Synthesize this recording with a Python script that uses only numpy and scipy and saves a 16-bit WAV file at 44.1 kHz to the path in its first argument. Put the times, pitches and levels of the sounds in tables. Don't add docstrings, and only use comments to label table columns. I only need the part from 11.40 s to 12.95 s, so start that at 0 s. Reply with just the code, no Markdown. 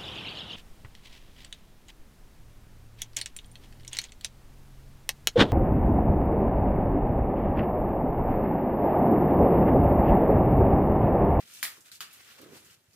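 import sys
import numpy as np
from scipy import signal
from scipy.fft import rfft, irfft, next_fast_len
from scipy.io import wavfile
from scipy.ndimage import uniform_filter1d, map_coordinates

SR = 44100
rng = np.random.default_rng(int(sys.argv[2]) if len(sys.argv) > 2 else 0)


def volts(x):
    e = np.asarray(x, float) / 20
    return 10 ** e


def pcm_store(signal):
    levels = np.round(np.clip(np.atleast_2d(signal), -1, 1) * 32767)
    wavfile.write(sys.argv[1], SR, levels.astype(np.int16).T)


N = 68355

# frequency_hz, density_db (per Hz)
FRACTURE_HISS = [(300, -61), (900, 2.5), (1400, -30), (3000, 4.5), (8000, 6), (15000, 4)]
LEFT_LAG_S = 3 / 44100
FLOP_PAN_DB = -4


def unit(x):
    return x / np.sqrt(np.mean(x ** 2) + 1e-20)


def along(points, hz):
    f, v = np.transpose(points)
    return np.interp(np.log(hz + 1), np.log(f + 1), v)


def curves(rows):
    s, *columns = np.transpose(rows)
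    return [np.interp(np.arange(N) / SR, s, column) for column in columns]


def wobble(rate):
    return map_coordinates(rng.standard_normal(200), [np.arange(N) * rate / SR])


def filtered(x, response):
    m = next_fast_len(x.shape[-1] + 8192)
    spectrum = rfft(x, m) * response(np.fft.rfftfreq(m, 1 / SR))
    return irfft(spectrum, m)[..., :x.shape[-1]]


def coloured(x, spectrum):
    return filtered(x, lambda hz: volts(along(spectrum, hz)))


def paired(pair, likeness=None, lag_s=LEFT_LAG_S):
    # frequency_hz, likeness (0-1)
    diffuse = [(80, 0.71), (300, 0.79), (1000, 0.19), (2500, 0.47), (6000, 0.024)]
    if likeness is None:
        likeness = diffuse

    def mid_side(hz):
        angle = np.arccos(np.clip(along(likeness, hz), 0, 1)) / 2
        return np.array([np.cos(angle), np.sin(angle)])

    def delay(hz):
        return np.exp(-2j * np.pi * hz * lag_s * np.array([[1], [0]]))

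    mid, side = filtered(pair, mid_side)
    return filtered(np.array([mid + side, mid - side]), delay)


def rush(spectrum, patchy_db):
    z = signal.stft(rng.standard_normal((2, N)), nperseg=256)[2]
    field = uniform_filter1d(rng.standard_normal(z.shape[1:]), size=5, axis=0)
    field = uniform_filter1d(field, size=10, axis=1)
    pair = signal.istft(z * volts(patchy_db * unit(field)), nperseg=256)[1][:, :N]
    return unit(paired(coloured(pair, spectrum)))


def room(x):
    # frequency_hz, t60_s
    decay = [(200, 0.58), (2000, 0.28), (6000, 0.23), (14000, 0.22)]
    hz, t, z = signal.stft(rng.standard_normal((2, SR // 3)), SR, nperseg=128)
    decayed = z * volts(-60 * t / along(decay, hz)[:, None])
    tail = paired(signal.istft(decayed, SR, nperseg=128)[1])
    delayed = np.pad(x, (90, 0))
    return signal.fftconvolve(delayed[None], tail / np.linalg.norm(tail[0]), axes=1)


def add(out, s, pair, sent, pan_db=0, lag_s=LEFT_LAG_S):
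    # frequency_hz, likeness (0-1)
    direct_likeness = [(300, .95), (2000, .9), (4500, .6), (9000, .3)]
    both = room(sent)
    pan = volts(np.array([[pan_db / 2], [-pan_db / 2]]))
    both[:, :pair.shape[1]] += paired(pair, direct_likeness, lag_s) * pan
    out[:, round(s * SR):][:, :both.shape[1]] += both


def burst(t, t60, spectrum):
    noise = unit(coloured(rng.standard_normal((2, len(t))), spectrum))
    return noise * volts(-60 * t / t60) * (1 - np.exp(-t / 0.000067)) / 2


def impulse(t):
    return 1. * (np.arange(len(t)) == 40)


def air():
    # frequency_hz, density_db (per Hz)
    floor = [(25, -86), (55, -20), (90, -3.5), (220, -7.5), (450, -11.5), (1000, -18), (3000, -24.5),
             (15000, -25.5)]
    level_db = -68.5 - 1.5 + 0.67 * wobble(12.1)
    return volts(level_db) * rush(floor, patchy_db=3.5)


def rubbing():
    # start_s, level_db, brightness (0-1)
    strokes = [(0, -50.5, 0.04), (.045, -58, 0.43), (.155, -49, 0.89), (.2, -50.5, 0.77),
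               (.395, -57.5, 0.78), (.44, -65.5, 0.56), (.46, -51.5, 0.74), (.512, -59.5, 0.33),
               (.519, -55, 0.8), (.558, -52, 1), (.598, -65.5, 0.88), (.7, -58.5, 0.24), (.76, -54.5, 0.32),
               (.87, -55, 0.3), (.92, -51.5, 0.2), (1.09, -63.5, 0.56), (1.16, -53, 0.82), (1.23, -59, 0.6),
               (1.33, -57.5, 0.56), (1.38, -69.5, 0.53), (1.55, -70, 0.65)]
    # frequency_hz, density_db (per Hz)
    dull = [(300, -13), (600, -12.5), (950, -12.5), (1400, -2), (2600, -5), (4500, -8), (9000, -18.5),
            (15000, -14.5)]
    # frequency_hz, density_db (per Hz)
    crisp = [(300, -22), (900, -19), (1400, -27.5), (2500, -1), (4500, -3.5), (7500, -2), (11000, -4.5),
             (15000, -8)]
    grains_per_s, grain_spread_db, grain_db, wet_db = 1400, 10.5, 2, -3.5
    level_db, bright = curves(strokes)
    bright, out = np.clip(bright, 0, 1), 0
    for spectrum, share in ((dull, 1 - bright), (crisp, bright)):
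        draw = rng.random((2, N))
        slips = (draw[0] < grains_per_s / SR) * volts(-grain_spread_db * draw[1])
        grain_noise = uniform_filter1d(slips, size=24) * rng.standard_normal((2, N))
        cracks = unit(coloured(grain_noise, spectrum))
        grains = unit(paired(cracks) + volts(wet_db) * room(cracks[0])[:, :N])
        gain = volts(level_db + .8 * wobble(25) + wobble(90)) * np.sqrt(share)
        out = out + gain * unit(rush(spectrum, patchy_db=2.2) + volts(grain_db) * grains)
    return out


def drag():
    # time_s, level_db
    rumble = [(.985, -68), (.997, -57.5), (1.068, -58), (1.078, -61), (1.11, -59), (1.145, -60),
              (1.175, -63), (1.195, -72), (1.31, -72), (1.36, -81)]
    # frequency_hz, density_db (per Hz)
    rumble_colour = [(40, -30), (85, -3), (150, -5), (350, -1), (540, 0), (700, -16), (1000, -30),
                     (2000, -60)]
    # time_s, level_db
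    swish = [(.97, -67), (.99, -54), (1.03, -59.5), (1.08, -62), (1.115, -60), (1.17, -53.5), (1.195, -62),
             (1.32, -77)]
    # frequency_hz, density_db (per Hz)
    swish_colour = [(300, -16), (600, -3), (850, -3), (1100, 0), (1700, -3), (2800, -6), (8000, -12),
                    (15000, -20)]
    rumble_db, = curves([(rumble[0][0] - .1, -99)] + list(rumble) + [(rumble[-1][0] + .05, -99)])
    swish_db, = curves([(swish[0][0] - .05, -99)] + list(swish) + [(swish[-1][0] + .05, -99)])
    brushing = volts(swish_db + 2.3 * wobble(80.06)) * rush(swish_colour, patchy_db=2.0)
    sliding = volts(rumble_db + 2.8 * wobble(59.7)) * rush(rumble_colour, patchy_db=-1.0)
    return brushing + sliding * volts([[FLOP_PAN_DB / 2], [-FLOP_PAN_DB / 2]])


def flops():
    # start_s, level_db (peak), pitch_hz
    pushes = [(.004, -54.5, 467), (0.238, -56.5, 248), (0.381, -53, 370), (.392, -60, 300),
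              (0.618, -57, 357), (.998, -50, 470), (1.002, -48, 400), (1.013, -52, 280), (1.0315, -43, 360),
              (1.041, -52, 330), (1.055, -49, 430), (1.061, -43.5, 380), (1.067, -49, 330),
              (1.093, -52, 400), (1.105, -52, 200), (1.12, -46, 380), (1.1245, -44, 330),
              (1.1325, -41.5, 330), (1.14, -48, 330), (1.165, -56, 139), (1.262, -62, 92),
              (1.309, -58.5, 119), (1.484, -61.5, 95)]
    cycles, wet_db = 2.6, -9
    out, t = np.zeros((2, N + SR)), np.arange(SR // 8) / SR
    for s, db, hz in pushes:
        u = t * hz / cycles * 6
        glide = 1 - 0.026 * np.tanh(u / 4)
        push = volts(db) * np.sin(2 * np.pi * hz * t * glide) * u * np.exp(1 - u)
        add(out, s, np.array([push, 0 * push]), volts(wet_db) * push, FLOP_PAN_DB)
    return out[:, :N]


def creases():
    # start_s, level_db (peak), pitch_hz
    buckles = [(.006, -56, 2060), (0.0513, -58, 3120), (0.074, -52.5, 3400), (0.138, -43.5, 6060),
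               (0.407, -49.5, 7200), (0.455, -56, 3500), (0.479, -59.5, 3970), (0.5594, -62, 4300),
               (0.707, -52, 2600), (0.73, -43, 10800), (0.804, -57, 3030), (0.825, -63, 2940),
               (0.908, -53, 2890), (0.978, -60, 1667), (1.016, -52, 12100), (1.2477, -53.5, 7230),
               (1.301, -57, 2850), (1.324, -76, 7150), (1.533, -56, 4900)]
    cycles, hiss_db, wet_db = 14.6, 10, 6.5
    out, t = np.zeros((2, N + SR)), np.arange(SR // 40) / SR
    for s, db, hz in buckles:
        ring = np.sin(2 * np.pi * (hz * t + rng.random((2, 1)))) * np.exp(-t * hz / cycles)
        lean = [(hz / 4, -18), (hz, 0), (hz * 4, -10)]  # Hz, dB
        puff = coloured(burst(t, 0.0069, FRACTURE_HISS), lean)
        tick = volts(db) * (ring + volts(hiss_db) * puff)
        crack = coloured(coloured(impulse(t), FRACTURE_HISS), lean)
        crack = crack * np.linalg.norm(tick[0]) / np.linalg.norm(crack)
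        add(out, s, tick, volts(wet_db) * crack)
    return out[:, :N]


def fibres():
    # start_s, level_db (peak), pitch_hz
    clicks = [(.2297, -22, 10200), (.2303, -24, 9900), (.2308, -28, 3200), (.235, -30, 3100),
              (.2312, -25, 11800), (.2322, -29, 4300), (.2375, -29, 4600), (.2337, -25, 13500),
              (.2403, -32, 1900), (.2405, -31, 7500), (.2522, -27, 2000), (.2524, -28, 3300),
              (.3722, -54, 1100), (.408, -50, 7000), (.5172, -44, 8000), (.5178, -46, 12500),
              (.5215, -41, 4400), (.5235, -43, 3900), (.5312, -41, 7800), (.5442, -45, 8200),
              (.5578, -42, 4500), (.6108, -35, 12200), (.6153, -33, 3200), (.6163, -38, 7300),
              (.6173, -36, 4300), (.6265, -40, 2700), (.728, -45, 11000), (.911, -47, 2900),
              (1.017, -42, 12500), (1.2495, -45, 7000), (1.312, -53, 9000), (1.322, -53, 7000)]
    out, t = np.zeros((2, N + SR)), np.arange(SR // 20) / SR
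    for s, db, hz in clicks:
        u = t * hz / .9
        pulse = np.sin(2 * np.pi * hz * t) * u * np.exp(1 - u) * [[1], [.3]]
        tick = volts(db + 1) * (pulse + .7 * burst(t, .005, FRACTURE_HISS))
        add(out, s, tick, volts(-3) * tick[0], lag_s=0)
    return out[:, :N]


def snaps():
    # start_s, level_db (peak), stalk (index), ring_db
    events = [
        (.2282, -15.5, 0, 2.5),
        (.5167, -37, 1, 3),
        (.6055, -27, 2, 5),
    ]
    # frequency_hz, width_hz, level_db
    modes = [
        [(1650, 330, -2), (2250, 420, 0), (3100, 450, -3), (4500, 400, -8), (6300, 400, -10), (8200, 400, -8),
         (10200, 350, -4), (12300, 350, -8), (14500, 350, -8)],
        [(1500, 250, -15), (4100, 300, 0), (7800, 350, -3), (12400, 350, -8)],
        [(1300, 110, -13), (3050, 260, -1), (4770, 290, 1), (7000, 300, -2), (12100, 300, -8), (14300, 300, -7)],
    ]
    # frequency_hz, density_db (per Hz)
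    tears = [
        [(200, -29.5), (900, -15.5), (1250, -6.5), (2400, -9), (4500, -4), (6000, -6.5), (11000, -5),
         (15000, -4)],
        [(200, -43), (1000, -19), (1400, 6), (2500, 7), (4200, 9), (7800, 9.5), (15000, -2)],
        [(200, -25.5), (950, -20.5), (1300, -7), (2200, -12.5), (3000, -10), (5500, -13), (15000, -17)],
    ]
    rise_s, hiss_db, wet_db, ring_wet_db = .0009, -5, 8, -19
    out, t = np.zeros((2, N + SR)), np.arange(SR // 20) / SR
    for s, db, which, ring_db in events:
        ring = 0
        for hz, width, mode_db in modes[int(which)]:
            tone = np.sin(2 * np.pi * (hz * t + rng.random((2, 1))))
            ring = ring + volts(mode_db) * tone * np.exp(-np.pi * width * t)
        ring = ring * np.tanh(t / rise_s) ** 2 * [[1], [.5]]
        ring = volts(db + ring_db) * ring / np.abs(ring[0]).max()
        tear = tears[int(which)]
        hiss = volts(db) * burst(t, .012, tear)
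        crack = coloured(impulse(t), tear)
        crack = crack * np.linalg.norm(hiss[0]) / np.linalg.norm(crack)
        sent = volts(wet_db) * (crack + volts(ring_wet_db) * ring[0])
        add(out, s, ring + volts(hiss_db) * hiss, sent)
    return out[:, :N]


def scene():
    return air() + rubbing() + drag() + flops() + creases() + fibres() + snaps()


def band_limit(x):
    return signal.sosfilt(signal.butter(12, 16450, fs=SR, output="sos"), x)


def record(dry):
    # frequency_hz, response_db
    response = [(30, -18), (70, 0), (14900, 0), (15450, -4), (15750, -20), (16350, -32), (16550, -55)]
    return band_limit(coloured(dry, response))


dry = scene()
out = record(dry)
pcm_store(out)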